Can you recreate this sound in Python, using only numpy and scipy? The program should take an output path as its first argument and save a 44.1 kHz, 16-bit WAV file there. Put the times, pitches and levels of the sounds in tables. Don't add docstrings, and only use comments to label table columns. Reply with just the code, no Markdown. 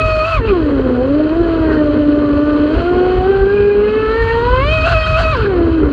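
import sys
import numpy as np
from scipy import signal
from scipy.fft import rfft, irfft, next_fast_len
from scipy.io import wavfile
from scipy.ndimage import uniform_filter1d

SR = 44100
rng = np.random.default_rng(int(sys.argv[2]) if len(sys.argv) > 2 else 0)


def to_wav(sig):
    pcm = np.clip(np.atleast_2d(sig), -1, 1) * 32767
    pcm = np.round(pcm).astype(np.int16)
    wavfile.write(sys.argv[1], SR, pcm.T)


def gain_from_decibels(decibels):
    exponent = np.asarray(decibels, float) / 20
    return 10 ** exponent


N = 261321
REFERENCE_TURNS = 400

# frequency in Hz, level in dB per Hz.
RATTLE_SPECTRUM = [(530, -30.5), (900, -10.5), (1190, -3.5), (1300, -3), (1570, -6), (1730, -8.5),
                   (2270, -14), (2570, -10), (3060, -12.5), (3640, -18), (4110, -9.5), (4400, -11),
                   (5070, -26), (5800, -67)]


def rms_one(x):
    return x / np.sqrt(np.mean(x ** 2) + 1e-20)


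def in_time(rows):
    seconds, *columns = np.transpose(rows)
    return [np.interp(np.arange(N) / SR, seconds, column) for column in columns]


def humps(rows, power=2):
    t = np.arange(N) / SR
    return np.array([np.exp(-((t - row[0]) / row[1]) ** power) for row in rows])


def drift(rate):
    every = 20
    pole = np.exp(-2 * every * np.pi * rate / SR)
    steps = rng.standard_normal(N // every + 4002)
    slow = signal.lfilter([1], [1, -2 * pole, pole * pole], steps)[4000:]
    return np.interp(np.arange(N) / every, np.arange(len(slow)), rms_one(slow))


def lift(peaks, at):
    return sum(lift_db / (1 + (2 * (at - centre) / width) ** 2) for centre, width, lift_db in peaks)


def speed_law(turns, reference_db, below_db, above_db):
    octaves = np.log2(turns / REFERENCE_TURNS)
    return reference_db + below_db * np.minimum(octaves, 0) + above_db * np.maximum(octaves, 0)


def resonance(x, hz, width):
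    pole = np.exp(-np.pi * width / SR)
    feedback = [1, -2 * pole * np.cos(2 * np.pi * hz / SR), pole * pole]
    return signal.lfilter(np.array([1, 0, -1]) * (1 - pole * pole) / 2, feedback, x)


def hull_db(spectrum, hz):
    # resonance in Hz, width in Hz, lift in dB.
    deck = [(273.8, 35, 6), (475, 27, 2), (1094, 370, 6), (1460, 92, 7.5), (2550, 120, 5.5), (3100, 300, 8),
            (4450, 2000, -3)]
    point_hz, point_db = np.transpose(spectrum)
    return np.interp(np.log(hz), np.log(point_hz), point_db) + lift(deck, hz)


def through_hull(x, spectrum):
    size = next_fast_len(N)
    hz = np.maximum(np.fft.rfftfreq(size, 1 / SR), 10)
    return rms_one(irfft(rfft(x, size) * gain_from_decibels(hull_db(spectrum, hz)), size)[:N])


def thumps(per_s, spread_db):
    # frequency in Hz, width in Hz, level in dB.
    modes = [(51.4, 20, 5), (94.3, 19, -1.5), (121.6, 28, -5.5), (143.4, 42, -19.5)]
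    out = 0
    for hz, width, level_db in modes:
        sizes = gain_from_decibels(spread_db * np.minimum(rng.exponential(1, N), 3)) * rng.choice([-1, 1], N)
        knocks = (rng.random(N) < per_s / SR) * sizes
        ringing = resonance(resonance(knocks, hz, width), hz, 3 * width)
        out = out + gain_from_decibels(level_db) * rms_one(ringing)
    return rms_one(signal.sosfilt(signal.butter(2, 35, "high", fs=SR, output="sos"), out))


def slaps():
    # peak in seconds, level in dB.
    slap_times = [(.04, -14), (.37, -15.5), (.49, -19), (0.631, -18.5), (.76, -24), (1.1, -19), (1.26, -25),
                  (1.41, -20.5), (1.69, -15.5), (1.95, -22), (2.34, -22), (2.6, -25), (2.78, -16),
                  (2.95, -22), (3.17, -15), (3.4, -16), (3.6, -17.5), (3.85, -43), (4.221, -19),
                  (4.35, -18.5), (4.48, -22), (4.64, -20), (4.92, -21), (5.11, -10), (5.22, -19),
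                  (5.45, -16), (5.66, -17), (5.83, -11.5)]
    rise_s, fall_s = 0.029, 0.05
    peak_s, level_db = np.transpose(slap_times)
    since = np.arange(N) / SR - peak_s[:, None]
    return gain_from_decibels(level_db) @ np.exp(-(since / np.where(since < 0, rise_s, fall_s)) ** 2)


def wash(patchy_db):
    # frequency in Hz, level in dB per Hz.
    wash_spectrum = [(90, -58), (150, -39), (190, -32.5), (240, -6.5), (330, -12.5), (400, -5),
                     (528, -13.5), (600, -18.5), (800, -30), (1470, -30.5), (2200, -38), (2860, -78.5)]
    lumps_db = patchy_db * (drift(15) + 0.72 * drift(75))
    return through_hull(rng.standard_normal(N) * gain_from_decibels(lumps_db), wash_spectrum)


def spray(angle, gate, patchy_db):
    # frequency in Hz, level in dB per Hz.
    spray_spectrum = [(4200, -23.5), (5100, 2.5), (5600, 0.5), (6200, 1.5), (6800, -1.5), (7300, 0),
                      (7800, -7.5), (8500, -6), (9500, -14), (10500, -13.5), (11000, -22.5), (12500, -20),
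                      (13500, -24.5), (15500, -45.5)]
    pulsing = 1 + gate * np.cos(angle)
    spurts = gain_from_decibels(patchy_db * (drift(22) + drift(150)))
    return through_hull(rng.standard_normal(N) * pulsing * spurts, spray_spectrum)


def rattle(angle, gate, patchy_db):
    pulsing = 1 + gate * np.cos(angle)
    return through_hull(rng.standard_normal(N) * pulsing * gain_from_decibels(patchy_db * drift(37)), RATTLE_SPECTRUM)


def air_bites():
    # centre in seconds, half length in seconds, shake in radians, froth in dB,
    # racing in extra turns per s.
    bites = [
        (0.293, .045, 0.2, -38, 30),
        (0.49, 0.034, 0.25, -34, 2),
        (1.738, 0.022, 0.23, -29, 1),
        (2.782, 0.056, 0.22, -40, 1),
        (4.901, .045, 0.5, -19, 45),
        (5.074, .008, 0.28, -23.5, 1.5),
        (5.204, 0.035, 0.56, -20, 28),
        (5.411, 0.065, 0.32, -28, -1),
    ]
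    bells = humps(bites, power=4)
    _, _, shake, froth_db, race = np.transpose(bites)
    return shake @ bells, gain_from_decibels(froth_db) @ bells, race @ bells


def froth_noise():
    white = rng.standard_normal(N) * gain_from_decibels(1.4 * drift(40))
    rings = 0
    for hz, width, gain in [(1450, 240, 1), (2850, 600, 0.17), (4200, 800, 0.2)]:
        rings = rings + gain * rms_one(resonance(resonance(white, hz, width), hz, width))
    return rms_one(signal.sosfilt(signal.butter(6, 4800, fs=SR, output="sos"), rings))


def surges():
    # centre in seconds, half length in seconds, extra turns per s, imbalance tone in dB.
    waves = [(0.191, .08, -7, 3.5), (0.263, 0.057, 0, -2.5), (0.398, 0.035, 0, -11.5), (0.473, .04, 24, -3),
             (0.573, 0.024, 0, 2), (0.654, .04, -4, -3), (1.291, .05, -13.5, -3), (3.31, .04, 6, 2),
             (1.648, .08, 0, -4.5), (1.964, 0.03947, 10, -1.5), (2.097, 0.075, -1, 3), (2.338, .1, -7, 0.5),
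             (2.597, 0.0707, -4.5, 1), (2.796, .05, 2.5, -14), (3.193, .07, -9, -2.5), (3.446, .04, -5, 1),
             (3.554, .04, 6, 1), (3.78, .12, -9, 0.5), (4.072, .05, -5, 0), (4.193, 0.052, 6, -1),
             (4.278, .04, -3.5, -2.5), (4.641, 0.037, 7.5, -5.5), (4.812, .03, -8, -2.5),
             (4.973, 0.027, 1, 3.5), (5.036, .03, -6, -6), (5.142, 0.066, -2, -0.5),
             (5.385, 0.064, 0.5, -5.5), (5.459, .04, -6.5, -3), (5.601, .05, -8, 2.5),
             (5.77, .05, 9.5, 2.5)]
    return np.transpose(waves)[2:] @ humps(waves)


def chopper():
    return np.sqrt(2) * gain_from_decibels(-88) * np.sin(2 * np.pi * 7966 * np.arange(N) / SR)


def whip(angle, turns, flutter_db):
    # multiple of shaft speed, level in dB.
    half_orders = [(.5, 0), (1.5, -13), (2.5, -15), (3.5, -15), (5.5, -24), (6.5, -18)]
    # turns per s, width in turns per s, lift in dB.
    critical_speeds = [(265, 17, 8), (415.7, 45, 17), (596, 230, -7.5)]
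    lines = sum(gain_from_decibels(db) * np.sin(k * angle + rng.uniform(0, 2 * np.pi)) for k, db in half_orders)
    level_db = -40.5 + lift(critical_speeds, turns) + flutter_db * drift(24)
    return np.sqrt(2) * gain_from_decibels(level_db) * lines


def order_levels(turns, load_db, imbalance_db):
    # dB at the reference speed, dB gained per doubling of speed,
    # share of the blade load.
    order_law = [(-16, -5, 0.067), (-21.5, 0.9, 1.3), (-34.5, 0, 0.5), (-34, 7, 1.3), (-41, 3, 0.9),
                 (-47, 5.5, 0.2)]
    # Hz, width in Hz, lift in dB.
    mount = [(259, 34, -5.5), (308, 61, 1.5), (400, 73, 5.5), (524, 30, 1.5), (602, 80, 2), (708, 81, 5.5),
             (840, 125, -14.5), (1080, 110, 2.5), (1373, 200, 2.5), (1590, 180, 4.5), (1811, 62, 6.5),
             (1992, 170, -11), (2565, 180, 7.5), (2870, 340, 2.5)]
    # centre in seconds, half length in seconds, dB.
    order_spells = [
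        [(1.0, .08, 3), (4.05, .1, -4), (4.73, .06, -11.5), (5.83, .06, -11)],
        [(.52, .05, 12), (3.4, .3, -4.5), (4.25, .06, -7.5), (4.55, .15, 1), (5.4, .06, 8.5)],
        [(1.15, .2, -5), (2.0, .06, -12.5), (2.42, .17, 5), (3.2, .06, -14), (3.87, .08, -1.5), (4.5, .08, -7),
         (4.9, .2, 5.5), (5.4, .05, -8)],
        [(.15, .2, -5.5), (1.0, .25, -11.5), (1.68, .12, 8), (2.55, .15, 8), (3.05, .2, -9.5), (4.7, .04, 8.5)],
        [(.15, .15, -10), (.49, .04, 9.5), (2.8, .05, 4), (3.42, .06, -5), (3.65, .12, 6.5), (4.57, .04, 9.5),
         (5.4, .05, 6)],
    ]
    # centre and half length in seconds, dB.
    further_spells = [
        [(.04, 0.065, 3.5), (.17, 0.036, -4.5), (.46, 0.033, 9), (4.17, .07, -4.5), (5.35, .03, 5.5),
         (1.35, 0.053, -4.5), (2.2, .4, 2.5), (3.5, 0.059, -4.5), (5.52, 0.053, -6.5)],
        [(1.43, 0.048, -12), (1.72, .13, 6.5), (2.55, 0.16, 6.5), (4.07, .08, 8.5), (5.03, 0.041, 6)],
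        [(2.55, 0.041, 8), (3.39, .1, 2.5), (4.22, 0.037, -2.5), (2.8, 0.055, 8), (5.46, 0.018, 9)],
        [(4.1, .15, -0.5), (4.47, 0.096, -13.5), (5.04, 0.037, 9.5), (5.75, .12, 7)],
        [(1.0, .06, -5.5), (1.7, .1, 8.5), (4.3, 0.037, 7), (4.42, .05, -8), (4.67, 0.041, 0)],
    ]
    octaves = np.log2(turns / REFERENCE_TURNS)
    levels = []
    for k, (db, gain_db, share) in enumerate(order_law, 1):
        levels.append(db + gain_db * octaves + share * load_db + lift(mount, k * turns))
    levels[0] = levels[0] + imbalance_db
    for i, (own, more) in enumerate(zip(order_spells, further_spells), 1):
        spells = list(own) + list(more)
        settling_db = 1.17 * drift(1.7)
        levels[i] = levels[i] + np.transpose(spells)[2] @ humps(spells) + settling_db
    return levels


def motor(angle, turns, tones_db, rattle_db, flutter_db):
    # multiple of shaft speed, dB against the rattle at that pitch.
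    weak_orders = [(7, -8), (8, -7), (9, -9), (10, -9), (12, -10), (14, -9), (15, -11)]
    out = 0
    for k, tone_db in enumerate(tones_db, 1):
        level_db = tone_db + flutter_db * k ** 0.41 * drift(30)
        out = out + gain_from_decibels(level_db) * np.sin(k * angle + rng.uniform(0, 2 * np.pi))
    sharpen_db = 11.5 * np.log2(turns / REFERENCE_TURNS)
    for k, order_db in weak_orders:
        level_db = rattle_db + order_db + hull_db(RATTLE_SPECTRUM, np.maximum(k * turns, 900))
        level_db += sharpen_db + 1.8 * drift(9) + 3 * drift(30)
        out += gain_from_decibels(level_db) * np.sin(k * angle + rng.uniform(0, 2 * np.pi))
    return np.sqrt(2) * out


def scene():
    # time in seconds, shaft turns per s.
    throttle = [(0, 635), (.365, 628), (.412, 455), (.62, 312), (.8, 263), (.99, 245), (1.17, 299),
                (1.4, 341), (1.9, 293), (2.68, 300.4), (2.88, 353), (4.4, 466), (4.6, 524), (4.72, 634),
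                (5.32, 636), (5.375, 464), (5.55, 359), (5.93, 279)]
    # time in seconds, blade load in dB, shaking in dB.
    strain = [(0, -1.5, -1), (.34, 0, 1), (.42, -6.5, -5.5), (.5, -4.5, 1), (.62, -6.5, 1.5),
              (.95, 1.5, 1.5), (1.25, -4, 0), (1.7, -2, 2.5), (2.2, 0.5, 0.5), (2.8, -4, 4), (3.3, 0, 1),
              (3.8, -2.5, -2.5), (4.3, 2.5, 3), (4.6, 4, -0.5), (4.8, -2, 1), (5.3, -1, 1), (5.42, 1.5, 0),
              (5.65, -9, 0)]
    # time in seconds, chop in dB, wetted area in dB.
    water_state = [(0, -18, 4), (.15, -19, 5), (.3, -24, -6), (.55, -24, -1.5), (.75, -20.5, 2.5),
                   (1.3, -24.5, 0.5), (1.8, -20.5, 1.5), (2.5, -26, -0.5), (3.05, -23, 3.5),
                   (3.4, -24, -1.5), (3.7, -27, -4.5), (4.1, -24.5, 4), (4.3, -20.5, -4), (4.7, -14, 5),
                   (5.0, -19.5, -6), (5.3, -14, 0.5), (5.5, -18, -0.5), (5.93, -24, 0.5)]
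    demand, = in_time(throttle)
    load_db, shaking_db = in_time(strain)
    chop_db, wetted_db = in_time(water_state)
    surge, imbalance_db = surges()
    shake, froth, race = air_bites()

    inertia_s = 0.018
    turns = uniform_filter1d(demand, size=int(inertia_s * SR)) + surge
    load_db = load_db - 9 * shake
    rattle_db = speed_law(turns, -45, 4.6, 8.3) + shaking_db + 10 * shake + 12
    spray_db = speed_law(turns, -65.5, 2, 18.7) + shaking_db + 10.5 * shake
    chop, slap = gain_from_decibels(chop_db), slaps()
    wash_db = speed_law(turns, -23, -4.5, -12.5) + wetted_db + 2.5 * slap / (slap + chop)

    slowing = uniform_filter1d(np.maximum(-np.gradient(turns) * SR, 0), size=1000)
    play, backlash = 0.05, 0.00012
    shake = shake + play + backlash * slowing
    wander = 0.06 * drift(25)
    angle = 2 * np.pi * np.cumsum(turns + race) / SR + wander + shake * drift(57)

    water = np.hypot(chop, slap) * thumps(per_s=500.0, spread_db=-1.5)
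    water += gain_from_decibels(wash_db) * wash(patchy_db=2.4)
    water += gain_from_decibels(spray_db) * spray(angle, gate=0.35, patchy_db=1.0)
    buzz = gain_from_decibels(rattle_db) * rattle(angle, gate=0.25, patchy_db=1.5) + froth * froth_noise()
    tones_db = order_levels(turns + race, load_db, imbalance_db)
    drive = motor(angle, turns + race, tones_db, rattle_db, flutter_db=2.0)
    drive += whip(angle, turns, flutter_db=4.0) + chopper()
    return (drive + water + buzz)[None]


def low_pass(x):
    return signal.sosfilt(signal.butter(12, 14690, fs=SR, output="sos"), x)


def record(dry):
    limited = 1.3 * np.tanh(dry / 1.3)
    sealed = signal.sosfilt(signal.butter(4, 10500, fs=SR, output="sos"), limited)
    return low_pass(sealed)


dry = scene()
out = record(dry)
to_wav(out)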